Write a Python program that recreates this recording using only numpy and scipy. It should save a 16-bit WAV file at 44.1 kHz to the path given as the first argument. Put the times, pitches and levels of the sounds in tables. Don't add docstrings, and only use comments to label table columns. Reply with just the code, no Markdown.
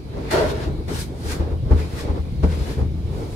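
import sys
import numpy as np
from scipy import signal
from scipy.fft import rfft, irfft, next_fast_len
from scipy.io import wavfile
from scipy.ndimage import uniform_filter1d, map_coordinates

SR = 44100
rng = np.random.default_rng(int(sys.argv[2]) if len(sys.argv) > 2 else 0)


def int16_out(signal):
    q = np.round(np.clip(np.atleast_2d(signal).T, -1, 1) * 32767)
    wavfile.write(sys.argv[1], SR, q.astype(np.int16))


N = 147735
T = np.arange(N) / SR


def amp(db):
    return 10 ** (np.asarray(db) / 20)


def unit_rms(x):
    return x / np.sqrt(np.mean(x ** 2) + 1e-20)


def along(points, hz):
    freqs, values = np.transpose(points)
    return np.interp(np.log(hz + 1), np.log(freqs + 1), values)


def eq(spectrum):
    return lambda hz: amp(along(spectrum, hz))


def ringing(modes, hz):
    return sum(amp(db) * 1j * hz * pitch / (pitch * t60) ** 0.5
               / (pitch ** 2 - hz ** 2 + 1j * hz * np.log(1000) / (np.pi * t60))
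               for pitch, db, t60 in modes)


def filtered(x, response):
    size = next_fast_len(N + SR // 2)
    return irfft(rfft(x, size) * response(np.fft.rfftfreq(size, 1 / SR)), size)[..., :N]


def wobble(per_s):
    return map_coordinates(rng.standard_normal(int(N * per_s / SR) + 4), [T * per_s])


def swell(peak_s, rise_s, hold_s, t60_s):
    rise_db = -30 * np.clip(peak_s - T, 0, None) / rise_s
    fade_db = -60 * np.clip(T - peak_s - hold_s, 0, None) / t60_s
    return amp(rise_db + fade_db)


# frequency in Hz, left-right correlation.
CABIN_CORRELATION = [(60, .98), (200, 0.92), (350, 0.81), (600, 0.42), (900, 0.44), (1300, 0.18),
                     (15000, 0.12)]
def spread(pair, response):
    def blend(hz):
        angle = np.arccos(np.clip(along(CABIN_CORRELATION, hz), -1, 1)) / 2
        return response(hz) * np.array([np.cos(angle), np.sin(angle)])
    mid, side = filtered(pair, blend)
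    return np.array([mid + side, mid - side])


def rush(response, patchy_db):
    bins = signal.stft(rng.standard_normal((2, N)), nperseg=512)[2]
    patches = uniform_filter1d(rng.standard_normal(bins.shape[1:]), size=2, axis=0)
    patches = unit_rms(uniform_filter1d(patches, size=12, axis=1))
    pair = signal.istft(bins * amp(patchy_db * patches), nperseg=512)[1][:, :N]
    return unit_rms(spread(pair, response))


# frequency in Hz, relative level in dB.
SPRAY_EQ = [(800, -28), (1400, -9), (1950, -5), (2250, 2.5), (2600, -5), (3200, -3), (3900, -0.5),
            (4800, -4.5), (5500, -8), (6500, -13.5), (11000, -14), (13000, -20.5), (15500, -22)]
# time in seconds, level in dB.
SPRAY_RIDE = [(0.0, -53.5), (0.53, -46), (0.62, -52), (2.51, -52.5), (2.61, -48.5), (2.86, -53.5),
              (3.35, -50)]
def spray():
    level = amp(np.interp(T, *np.transpose(SPRAY_RIDE)) + wobble(3.37))
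    pan = amp([[-1.25], [1.25]])
    return level * pan * rush(eq(SPRAY_EQ), patchy_db=2.0)


# frequency in Hz, relative level in dB.
DEEP_EQ = [(15, -45), (28, -16.5), (55, -1.5), (77, -2.5), (100, -7), (125, -2), (160, -10), (220, -17.5),
           (400, -43), (2000, -120)]
UPPER_EQ = [(120, -38), (200, -2), (260, -2), (320, 1), (430, -2.5), (600, -11), (950, -17), (1400, -24.5),
            (2500, -40), (9000, -120)]
# time in seconds, deep gain in dB, upper gain in dB.
RUMBLE_RIDE = [(0.0, -30, -42), (0.38, -31, -34.5), (0.51, -32, -33.5), (1.03, -31, -38.5),
               (1.38, -32.5, -37), (1.64, -22.5, -38.5), (1.95, -32, -37.5), (2.4, -27.5, -40),
               (2.65, -30, -37), (2.97, -28, -39.5), (3.16, -29.5, -43), (3.35, -33, -35.5)]
# pitch in Hz, gain in dB, t60 in seconds.
CABIN_MODES = [(50.5, 0.5, 0.11), (78, 4, 0.43), (104, -1.5, 0.18), (150.3, -3, .15)]
def machinery(thuds_per_s=30, thud_db=-2.5):
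    times, deep_db, upper_db = np.transpose(RUMBLE_RIDE)
    flaps = (rng.random((2, N)) < thuds_per_s / SR) * rng.uniform(-1.12, 1, (2, N))
    thuds = unit_rms(spread(flaps, lambda hz: ringing(CABIN_MODES, hz) / (1 + 1j * hz / 250) ** 2))
    deep_gain = amp(np.interp(T, times, deep_db) + 2.5 * wobble(8.89))
    deep = rush(eq(DEEP_EQ), patchy_db=0.0) + amp(thud_db) * thuds
    upper_gain = amp(np.interp(T, times, upper_db) + 2.6 * wobble(22.18))
    return deep_gain * deep + upper_gain * rush(eq(UPPER_EQ), patchy_db=1.0)


# centre in Hz, width in Hz, gain in dB.
DRONE_MODES = [(320, 56, -4.5), (429, 47, 0.5), (628, 40, 0), (947, 82, -11), (1420, 124, -16)]
# peak time, rise per 30 dB, hold, t60.
WIPE_SWELL = (.335, .045, .07, .6)
def heavy_wipe(level_db=-17):
    def panel(hz):
        modes = sum((-1) ** k * amp(db) * 1j * hz * width / (centre ** 2 - hz ** 2 + 1j * hz * width)
                    for k, (centre, width, db) in enumerate(DRONE_MODES))
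        return modes / (1 + (260 / (hz + 1)) ** 4)
    return amp(level_db + 0.71 * wobble(29.2)) * swell(*WIPE_SWELL) * rush(panel, patchy_db=0.9)


# pitch in Hz, gain in dB, t60 in seconds.
KNOCK_MODES = [(180, 16, .1), (248, 14.5, .08), (326, 16, 0.11), (448, 11, .06), (589, 4, 0.044),
               (806, 6.5, 0.043), (1100, 0, 0.036)]
# start in seconds, then boom, knock and smack drive in dB.
SLAP_CUES = [(.662, -20, -31.5, -55), (.775, -21.5, -38, -60), (1.25, -22, -33.5, -62),
             (1.39, -15, -30, -47), (1.515, -15, -33, -63), (1.706, -5, -19, -44),
             (2.085, -15.5, -28.5, -63), (2.185, -18, -35, -60), (2.428, -9.5, -19, -39),
             (2.545, -23, -44, -56), (2.601, -15.5, -36, -64), (2.685, -20.5, -43, -64),
             (2.81, -18, -33, -60), (2.975, -21, -41, -62)]
def slaps(rise_s=0.014, decay_s=0.026, push_hz=62):
    t = np.arange(SR // 8) / SR
    attack = t / rise_s * np.exp(1 - t / rise_s)
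    burst = attack * np.exp(-np.clip(t - rise_s, 0, None) / decay_s)
    swing = np.sin(2 * np.pi * push_hz * t) * burst
    push, rattle = np.zeros((2, 2, N + SR))
    smack = np.zeros(N + SR)
    for start_s, boom_db, knock_db, smack_db in SLAP_CUES:
        at = slice(round(start_s * SR), round(start_s * SR) + len(t))
        push[0, at] += amp(boom_db) * swing
        rattle[:, at] += amp(knock_db) * burst * rng.standard_normal((2, len(t)))
        smack[at] += amp(smack_db) * burst
    boom = spread(push[:, :N], lambda hz: ringing(CABIN_MODES, hz))
    knock = spread(rattle[:, :N], lambda hz: ringing(KNOCK_MODES, hz) / (1 + 1j * hz / 1100) ** 2)
    smack_noise = rush(eq(SCUFF_EQ), patchy_db=1.0) + amp(-13) * rush(eq(FIZZ_EQ), patchy_db=1.5)
    return boom + knock + smack[:N] * smack_noise


# frequency in Hz, relative level in dB.
FIZZ_EQ = [(1500, -36), (2500, -15.5), (4000, -2), (5800, -5.5), (9200, -6.5), (12000, -11.5), (15500, -19)]
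SCUFF_EQ = [(500, -26.5), (850, -2), (1200, -3.5), (1500, -2), (2000, -3.5), (3000, -9), (4500, -9.5),
            (7000, -21.5), (12000, -30), (16000, -56)]
THRUM_EQ = [(120, -17), (200, -4.5), (270, -2), (330, -2.5), (450, 0.5), (560, -8), (700, -12),
            (950, -14.5), (1300, -22), (2500, -41), (9000, -120)]
# peak time, rise per 30 dB, hold and t60 in seconds,
# then fizz, scuff and thrum gain in dB, and pan as left over right in dB.
STROKE_CUES = [(0.172, 0.18, 0.091, 0.42, -65, -53, -32.5, -1.5),
               (.312, .014, .02, .33, -33, -29, -28, 1.5), (0.346, 0.1454, 0.052, .5, -61, -32, -30, 0.5),
               (.5, .2, .018, .06, -43, -39, -29, 1.5), (0.632, 0.25, 0.0085, 0.24, -51.5, -39.5, -34.5, 1),
               (.884, .016, .04, .3, -46, -41, -31, 2), (.945, 0.09, 0.021, 0.29, -37.5, -40.5, -56, 1.5),
               (0.998, 0.09, .02, 0.19, -34.5, -41.5, -55, 0.5),
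               (1.313, 0.2, .01, 0.24, -34.5, -37.5, -54, 0.5),
               (1.406, 0.44, .02, 0.23, -73, -49, -29.5, -0.5),
               (1.468, 0.05, 0.048, 0.18, -66, -56.5, -33, -0.5),
               (1.713, 0.09, 0.033, .35, -63, -49, -26.5, -1.5),
               (1.795, 0.11, 0.013, 0.46, -46.5, -40.5, -35, 1),
               (1.989, 0.22, 0.024, 0.22, -42, -40, -48, 1),
               (2.078, 0.42, 0.034, 0.13, -63, -49.5, -29.5, -0.5),
               (2.17, 0.16, 0.009, 0.14, -68, -52, -28.5, 0),
               (2.435, 0.03, 0.022, 0.32, -61, -49, -28.5, 1),
               (2.517, 0.18, 0.031, .3, -48, -44.5, -35.5, 2),
               (2.593, 0.07, 0.044, 0.34, -48.5, -46, -38.5, 2),
               (2.69, 0.14, 0.034, 0.28, -45.5, -42.5, -34.5, 1.5),
               (2.795, .1, 0.017, 0.22, -57, -50, -27.5, 0),
               (3.193, 0.29, 0.018, 0.47, -51, -50, -30.5, -0.5),
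               (3.328, 0.37, .02, .2, -51.5, -58, -39, 0)]
def cloth_strokes(scuff_gain_db=3.5):
    power = np.zeros((3, 2, N))
    for *timing, fizz_db, scuff_db, thrum_db, pan_db in STROKE_CUES:
        gains = amp([[fizz_db], [scuff_db], [thrum_db]]) * amp([pan_db / 2, -pan_db / 2])
        power += (gains[..., None] * swell(*timing)) ** 2
    fizz = rush(eq(FIZZ_EQ), patchy_db=2.5) * amp(0.48 * wobble(39.4))
    scuff = rush(eq(SCUFF_EQ), patchy_db=2.5) * amp(scuff_gain_db + 1.2 * wobble(30.24))
    thrum = rush(eq(THRUM_EQ), patchy_db=1.0) * amp(1.12 * wobble(30))
    return (np.sqrt(power) * [fizz, scuff, thrum]).sum(axis=0)


def scene():
    return cloth_strokes() + heavy_wipe() + slaps() + machinery() + spray()


# frequency in Hz, left over right in dB.
MIC_BALANCE = [(30, 2), (70, 2.7), (130, -1), (300, 0), (600, 0), (1200, -.5), (2500, .5)]
# frequency in Hz, lead of right over left in radians.
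MIC_PHASE = [(40, 0.67), (90, 0.5), (200, 0.2), (350, 0), (600, -0.3), (1000, -2), (1700, -4.5), (3000, -7),
             (6000, -12), (15000, -22)]
def record(dry):
    def ports(hz):
        tilt = np.log(amp(along(MIC_BALANCE, hz))) - 1j * along(MIC_PHASE, hz)
        return np.exp([tilt / 2, -tilt / 2]) * (hz > 8) * (hz < 15741)
    return filtered(dry, ports)


dry = scene()
out = record(dry)
int16_out(out)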